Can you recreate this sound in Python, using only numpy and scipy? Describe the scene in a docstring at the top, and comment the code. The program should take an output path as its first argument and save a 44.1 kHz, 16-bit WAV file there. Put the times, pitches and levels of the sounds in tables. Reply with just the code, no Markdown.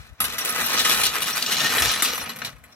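"""A steel floor jack is pushed over rough concrete outdoors, with gusty wind and faint steady air throughout.
A short quiet roll comes first; at 0.2 s jolts begin and the rolling swells, loudest from 0.6 to 2 s, then
it dies away to faint grit. Grit and jolts are impulses convolved with the ringing of frame, plates and loose
parts; single modes ping, squeak and drone as decaying sines or narrow noise; slab and wind are shaped noise."""
import sys
import numpy as np
from scipy import signal
from scipy.fft import rfft, irfft, next_fast_len
from scipy.io import wavfile
from scipy.ndimage import map_coordinates

SR = 44100
rng = np.random.default_rng(int(sys.argv[2]) if len(sys.argv) > 2 else 0)


def log_audio(samples):
    """Write samples as a 16-bit WAV file to the path given in sys.argv[1]."""
    # one column per channel
    frames = np.atleast_2d(samples).T
    # limit to full scale, then quantise
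    limited = np.clip(frames, -1, 1)
    pcm = np.round(limited * 32767).astype(np.int16)
    wavfile.write(sys.argv[1], SR, pcm)


def how_loud(loudness_db):
    """Turn decibels into a plain amplitude multiplier (0 dB gives 1, 20 dB gives 10)."""
    steps = np.asarray(loudness_db, float) / 20
    return 10 ** steps


N = 121275


def unit(x):
    """Normalisation of power: scale to rms 1."""
    return x / np.sqrt(np.mean(x ** 2) + 1e-20)


def along(points, hz):
    """Interpolation of (Hz, value) points along a logarithmic frequency axis."""
    f, v = np.transpose(points)
    return np.interp(np.log(hz + 1), np.log(f + 1), v)


def curves(rows):
    """Linear interpolation in time: one value per sample for each column after the time."""
    s, *cols = np.transpose(rows)
    return [np.interp(np.arange(N) / SR, s, c) for c in cols]


def wobble(rate):
    """Slow random modulation: a smooth curve through random knots, rate of them a second."""
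    knots = rng.standard_normal(400)
    return map_coordinates(knots, [np.arange(N) * rate / SR])


def filtered(x, response):
    """Linear filtering: the spectrum of x times a response of frequency."""
    n = x.shape[-1]
    m = next_fast_len(n + 8192)
    return irfft(rfft(x, m) * response(np.fft.rfftfreq(m, 1 / SR)), m)[..., :n]


# Likeness of the two ports. Each row: frequency in Hz, correlation of left and right.
ALIKE = [(60, 0.21), (130, 1), (290, 0.89), (640, 0.53), (1410, 0.62), (3100, 0.58), (6820, 0.21),
         (15000, -0.57)]


def pair(spectrum, size, alike=ALIKE):
    """Partial coherence: coloured noise of rms 1 whose mid and side shares set the left-right correlation."""
    def shape(hz):
        turn = np.arccos(np.clip(along(alike, hz), -1, 1)) / 2
        return how_loud(along(spectrum, hz)) * [np.cos(turn), np.sin(turn)]

    mid, side = filtered(rng.standard_normal((2, size)), shape)
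    return unit(np.array([mid + side, mid - side]))


# Gusts on the microphone ports. Each row: start in seconds, level in dB before the random gusting.
WIND = [(0.0, -40), (0.09, -59.5), (0.12, -41), (0.17, -74), (0.21, -46), (0.46, -62), (1.06, -49),
        (1.41, -69), (1.88, -40.5), (1.94, -56), (2.24, -50.5), (2.27, -70), (2.65, -55), (2.75, -75)]
# Colour of the wind. Each row: frequency in Hz, relative level in dB.
BUFFET = [(15, -45), (30, -24), (42, -12), (55, 0), (110, -3), (160, -8), (230, -45), (350, -120)]
# Colour of the still air. Each row: frequency in Hz, relative level in dB.
AIR = [(88, -28), (150, -6.5), (1170, 2.5), (2140, -3.5), (2360, -6), (2860, -13), (15500, -20)]
AIR_DB = -60.5


def outdoors():
    """Turbulent pressure on the ports gives low gusting noise, separate at each port, over steady faint air."""
    gust = how_loud(curves(WIND)[0] + 3.3 * np.array([wobble(14), wobble(5)]))
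    wind = gust * pair(BUFFET, size=N, alike=[(50, 0.49)])
    return wind + how_loud(AIR_DB) * pair(AIR, size=N)


# Rolling. Each row: start in seconds, then the levels in dB, before random unevenness, of the frame,
# the plates, the loose parts and the slab rumble.
ROLL = [(0.0, -44, -46, -55, -64), (0.14, -65, -68, -72, -62.5), (0.17, -63, -67, -79, -83),
        (0.21, -37.5, -50, -84, -39.5), (0.27, -36, -35.5, -42, -49), (0.37, -36.5, -37.5, -41.5, -48),
        (0.51, -30.5, -30.5, -34.5, -43.5), (0.6, -24, -28, -32, -42.5), (0.63, -32.5, -33.5, -32.5, -35.5),
        (0.66, -32, -28.5, -34, -43), (0.73, -25, -26.5, -29, -42), (0.8, -28, -23, -30.5, -44),
        (0.94, -24.5, -23.5, -23, -41), (0.96, -29.5, -29, -28.5, -46), (1.0, -24, -24, -26, -36.5),
        (1.06, -32.5, -23.5, -30, -50), (1.17, -27.5, -29.5, -31.5, -42.5), (1.39, -34.5, -30, -34, -45.5),
        (1.57, -29, -25.5, -35.5, -41.5), (1.64, -27.5, -24.5, -31.5, -36.5),
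        (1.68, -26, -19, -31.5, -39.5), (1.79, -24.5, -32, -24.5, -41.5), (1.91, -28.5, -22, -35, -44),
        (1.98, -31, -31.5, -37, -45.5), (2.04, -30, -25.5, -35, -42), (2.16, -35, -37, -38.5, -47.5),
        (2.21, -38, -36, -38, -42), (2.25, -37.5, -41, -48, -51), (2.28, -37.5, -40, -48, -41.5),
        (2.32, -39, -40.5, -49, -50), (2.38, -45, -49.5, -53, -50), (2.47, -41.5, -41.5, -48.5, -47),
        (2.59, -61, -67, -72, -65), (2.75, -57, -63, -62, -56)]
# Colour of the slab. Each row: frequency in Hz, relative level in dB.
SLAB = [(47, -38), (80, -19), (119, -13), (258, -5.5), (418, -37.5), (600, -11), (780, -13), (1320, -120)]


def slab():
    """Structure-borne sound: the wheels send a low rumble through the concrete, as shaped noise."""
    level = how_loud(curves(ROLL)[3] + 0.83 * wobble(25.31))
    return level * pair(SLAB, size=N)


def singing(rows, width_hz):
    """Frictional excitation of a mode: narrow-band noise, a slightly rough tone that swells and fades."""
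    out, t = np.zeros((2, N)), np.arange(N) / SR
    for s, length, hz, db in rows:
        turn = np.arccos(np.clip(along(ALIKE, hz), -1, 1)) / 2
        a, b = filtered(rng.standard_normal((2, N)), lambda f: 1 / (1 + ((f - hz) / width_hz) ** 2))
        tone = np.cos(turn) * a + np.sin(turn) * b * np.array([[1], [-1]])
        swell = np.abs(np.sin(np.pi * np.clip((t - s) / length, 0, 1))) ** .5
        out += how_loud(db) * unit(tone) * swell
    return out


# Modes that the rolling keeps humming. Each row: start in seconds, length in seconds, frequency in Hz,
# level in dB at the top of the swell.
DRONES = [(.38, 0.81, 1272, -39), (.5, 1, 1967, -47), (1.5, .45, 3920, -47), (1.63, 0.081, 1846, -27),
          (1.85, 0.72, 497, -53.5), (2.05, 0.44, 198, -52), (2.32, 0.24, 139, -50)]


def drones():
    """Sustained resonance: the rolling keeps a few narrow modes humming for a while."""
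    return singing(DRONES, width_hz=22)


# Brief squeaks of an axle, one mode each. Each row: start in seconds, length in seconds, frequency in Hz,
# level in dB at the top of the swell.
SQUEAKS = [(0.406, 0.024, 5650, -29), (.487, 0.012, 5650, -32), (0.404, 0.017, 10400, -38),
           (0.484, 0.029, 11190, -26), (0.604, .025, 6150, -37), (0.658, .015, 12000, -23),
           (1.035, 0.032, 9215, -27), (1.22, .03, 10400, -30), (1.328, .025, 5670, -27.5),
           (1.906, .07, 10500, -32), (2.123, 0.083, 11900, -36), (2.145, 0.024, 10540, -35),
           (2.155, .025, 6000, -35.5), (2.2, 0.027, 5640, -37), (2.204, .05, 10620, -37),
           (2.282, 0.043, 11640, -40), (2.712, .05, 5500, -56)]


def squeaks():
    """Frictional squeal: an axle rubs one mode at a time, briefly and with a wider band than the drones."""
    return singing(SQUEAKS, width_hz=120)


# Jolts. Each row: start in seconds, drive of the plates in dB, of the frame in dB and of the loose parts
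# in dB (each before that part's offset), chatter t60 in seconds, favoured mode in Hz.
JOLTS = [(0.2037, -19.5, -18.5, -18.5, 0.14, 1270), (0.2418, -20, -23.5, -22, 0.11, 2070),
         (0.333, -36, -28.5, -36, 0.071, 2030), (0.383, -18, -26, -26.5, 0.11, 2060),
         (0.4489, -23, -43, -23.5, 0.11, 1230), (0.5049, -34, -31, -39, 0.11, 1220),
         (0.583, -32, -30, -34, 0.031, 1970), (0.6418, -24.5, -27, -28.5, 0.12, 1290),
         (0.6658, -25.5, -41, -30.5, 0.1, 1320), (0.7328, -17.5, -23, -30, 0.16, 1240),
         (0.815, -20, -38, -42, 0.067, 3080), (0.8487, -15, -19, -37, 0.16, 3110),
         (0.9286, -24, -26, -38, 0.054, 1260), (1.0024, -39, -37, -31, 0.052, 2020),
         (1.0348, -11, -22, -21, 0.092, 2470), (1.0916, -23.5, -41, -45, 0.068, 1340),
         (1.22, -17.5, -26, -25, 0.043, 1330), (1.287, -28, -29, -39, 0.15, 2320),
         (1.3787, -20.5, -27, -29, 0.029, 4730), (1.4247, -12, -45, -30, 0.022, 4680),
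         (1.4384, -32, -31, -47, 0.03, 4660), (1.463, -12.5, -44, -30, 0.034, 4420),
         (1.4979, -23, -45, -52, 0.066, 4000), (1.5198, -15, -25, -28.5, 0.16, 4040),
         (1.5683, -13.5, -39, -41, 0.036, 4050), (1.604, -13, -30, -44, 0.044, 2780),
         (1.6595, -17, -22, -31, 0.053, 2860), (1.7823, -13, -18.5, -45, 0.082, 3050),
         (1.8211, -13, -17.5, -23.5, 0.1, 1880), (1.916, -31, -39, -26, 0.06, 3340),
         (1.9993, -20, -29, -43, 0.064, 2980), (2.0227, -12.5, -17.5, -16, 0.11, 2180),
         (2.0483, -14, -23.5, -24, 0.17, 3470), (2.179, -22, -22, -30, 0.034, 1220),
         (2.2128, -37, -28, -42, 0.11, 5700), (2.2608, -28.5, -27.5, -45, 0.052, 3340),
         (2.2939, -23, -25.5, -41, 0.056, 2560), (2.361, -37.5, -37, -37.5, 0.07, 2350),
         (2.3873, -34, -37, -40, 0.091, 1950), (2.4186, -27, -22, -49, 0.04, 1500),
         (2.4482, -19.5, -29, -34, 0.081, 3830), (2.565, -61, -45, -60, 0.043, 1930),
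         (2.584, -64, -55, -56, 0.06, 1910), (2.6387, -54, -41.5, -52, 0.1, 2270),
         (2.7247, -43, -52, -65, 0.044, 2300)]
CHATTER_RISE_S = .0004  # time constant of every jolt's onset
PING_DB, PING_S = -5.5, 0.02  # level over the stronger of plates and frame drive, t60


def pings():
    """Modal selection: each jolt rings one favoured mode as an exponentially decaying sine."""
    out, t = np.zeros((2, N + SR)), np.arange(SR // 10) / SR
    turns = rng.normal(0, 0.34, (len(JOLTS), 2, 1))  # phase at each port, rad
    for row, turn in zip(JOLTS, turns):
        decay = how_loud(max(row[1:3]) + PING_DB - 60 * t / PING_S)
        level = decay * (1 - np.exp(-t / CHATTER_RISE_S))
        out[:, round(row[0] * SR):][:, :len(t)] += level * np.sin(2 * np.pi * row[5] * t + turn)
    return out[:, :N]


CRACK_DB, CRACK_S = 15, .005  # the contact itself: level over the dense ringing, t60
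MODES_DB, MODE_SCATTER_DB = 1.5, 3  # offset of all modes, random spread of each
BODY_FROM_HZ = 250


def struck(spectrum, modes, ring_s):
    """Impulse response of one part at one spot: a crack, dense ringing and its clearest damped modes."""
    t = np.arange(SR // 8) / SR
    ring = pair(spectrum, size=len(t)) * (how_loud(-60 * t / ring_s) + how_loud(CRACK_DB - 60 * t / CRACK_S))
    top = max(db for _, db in spectrum)
    for hz, width_hz, db in modes:
        turn = rng.normal(0, 1, (2, 1)) * np.arccos(np.clip(along(ALIKE, hz), 0, 1))
        colour = along(spectrum, hz) - top
        level = how_loud(db + MODES_DB + colour + MODE_SCATTER_DB * rng.standard_normal())
        # a resonance decays faster the wider it is
        ring = ring + level * np.sin(2 * np.pi * hz * t + turn) * np.exp(-np.pi * width_hz * t)
    ring = signal.sosfilt(signal.butter(3, BODY_FROM_HZ, "high", fs=SR, output="sos"), ring)
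    return ring / np.linalg.norm(ring) * np.sqrt(2)


GRIT_PER_S, GRIT_SPREAD_DB = 3000, 3.5  # mean rate of grains, scale of their exponential spread
BIGGEST = 4.5  # largest grain, in spreads
BUMP_DB, FLUTTER_DB = .7, 1.5  # slow and fast unevenness


def grit():
    """Random impulse train: grains of either sign and many sizes pass under the wheels unevenly."""
    present = rng.random(N) < GRIT_PER_S / SR
    size = how_loud(GRIT_SPREAD_DB * np.minimum(rng.exponential(1, N), BIGGEST))
    grains = unit(present * size * rng.choice([-1, 1], N) * how_loud(BUMP_DB * wobble(27) + FLUTTER_DB * wobble(44.37)))
    return grains


# Broad colour of each part. Each row: frequency in Hz, relative level in dB.
FRAME = [(220, -30), (350, -13), (680, -6), (1030, -4), (1250, 0), (1700, -1), (2500, -1), (3200, -9),
         (4500, -30), (7000, -120)]
PLATES = [(1400, -34), (2200, -9), (2900, -2), (4000, -2), (5200, -3), (6160, -2), (6900, -8), (8300, -12),
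          (11000, -32), (16000, -120)]
LOOSE = [(5000, -40), (7500, -3), (9500, -5), (10800, -3), (11700, 1), (12400, 0), (13000, -8), (14200, -7),
         (15600, -8), (15900, -40), (16300, -90)]
# Clearest modes of each part. Each row: frequency in Hz, bandwidth in Hz, level in dB against the
# part's colour, before offset and scatter.
FRAME_MODES = [(492, 25, -3), (860, 40, -2), (1100, 40, -2), (1262, 35, 1), (1517, 55, -1), (1826, 45, -1),
               (1977, 35, -1), (2400, 35, -2), (2548, 30, -2)]
PLATE_MODES = [(2880, 35, 0), (2990, 60, 0), (3380, 50, 0), (3613, 35, -2), (3925, 30, 0), (4148, 35, -1),
               (4615, 60, 0), (5645, 60, -2), (6100, 200, 3), (7080, 44, -2)]
LOOSE_MODES = [(9215, 140, 0), (10400, 240, 1.8), (11260, 39, 2.2), (12600, 71, 0.21), (14600, 80, 0)]
# Dense ringing of frame, plates and loose parts: t60 in seconds.
RING_S = (.12, .09, .06)
# Offset of a jolt's drive on frame, plates and loose parts, in dB.
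JOLT_DB = (2, 0.5, 7)
FIRST_BLOW, PART_SCATTER_DB = 4.5, 1.2  # first impulse of a jolt, each part's own unevenness


def jack(count=16):
    """Source-filter principle: grit and chattering jolts are convolved with three parts, at one of several spots."""
    grains = grit()
    region = np.repeat(rng.integers(0, count, N // 500 + 1), 500)[:N]
    spot = (region + rng.integers(0, 3, N)) % count
    t = np.arange(SR // 8) / SR
    shape = (len(JOLTS), len(t))
    chatter = rng.standard_normal(shape) * (rng.random(shape) < .3)  # sparse rattling blows
    out = np.zeros((2, N))
    # the last entry is the part's column in JOLTS
    parts = [(FRAME, FRAME_MODES, 2), (PLATES, PLATE_MODES, 1), (LOOSE, LOOSE_MODES, 3)]
    for k, (spectrum, modes, col) in enumerate(parts):
        blows = np.zeros((count, N + len(t)))
        blows[spot, np.arange(N)] = grains * how_loud(curves(ROLL)[k] + PART_SCATTER_DB * wobble(30.65))
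        for j, row in enumerate(JOLTS):
            burst = chatter[j] * how_loud(-60 * t / row[4]) * (1 - np.exp(-t / CHATTER_RISE_S))
            burst[0] = FIRST_BLOW
            blows[j % count, round(row[0] * SR):][:len(t)] += how_loud(row[col] + JOLT_DB[k]) * burst
        for b in blows:
            response = struck(spectrum, modes, RING_S[k])
            out += signal.fftconvolve(b[None, :N], response, axes=1)[:, :N]
    return out


# Lag of the left port as the jack crosses to the right. Each row: time in seconds, lag in samples.
LEFT_LAG = [(0, -6.5), (2.75, 3)]


def scene():
    """Interaural-style time difference: the jack reaches the left port first, later the right, amid outdoor air."""
    left, right = slab() + drones() + squeaks() + pings() + jack()
    left = map_coordinates(left, [np.arange(N) - curves(LEFT_LAG)[0]], mode="nearest")
    return outdoors() + np.array([left, right])


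def low_pass(x):
    """Removes everything above the highest recorded frequency."""
    return signal.sosfilt(signal.butter(12, 17000, fs=SR, output="sos"), x)


# Sensitivity of the ports. Each row: frequency in Hz, left minus right in dB.
BALANCE_DB = [(60, 14), (110, -4), (200, 2), (380, 1), (700, -1), (1290, 3), (2380, 1.5), (4400, 2),
              (8120, -0.5), (15000, 3.5)]
MIC_FROM_HZ, TOP_HZ = 32, 15850  # low roll-off, band limit


def record(dry):
    """Transducer response: ports of unequal sensitivity roll off the lowest bass and stop at a band limit."""
    def response(hz):
        band = (hz < TOP_HZ) / (1 + (MIC_FROM_HZ / (hz + 1)) ** 4)
        return band * how_loud(along(BALANCE_DB, hz) * np.array([[.5], [-.5]]))

    ports = filtered(dry, response)
    return low_pass(ports)


dry = scene()
out = record(dry)
log_audio(out)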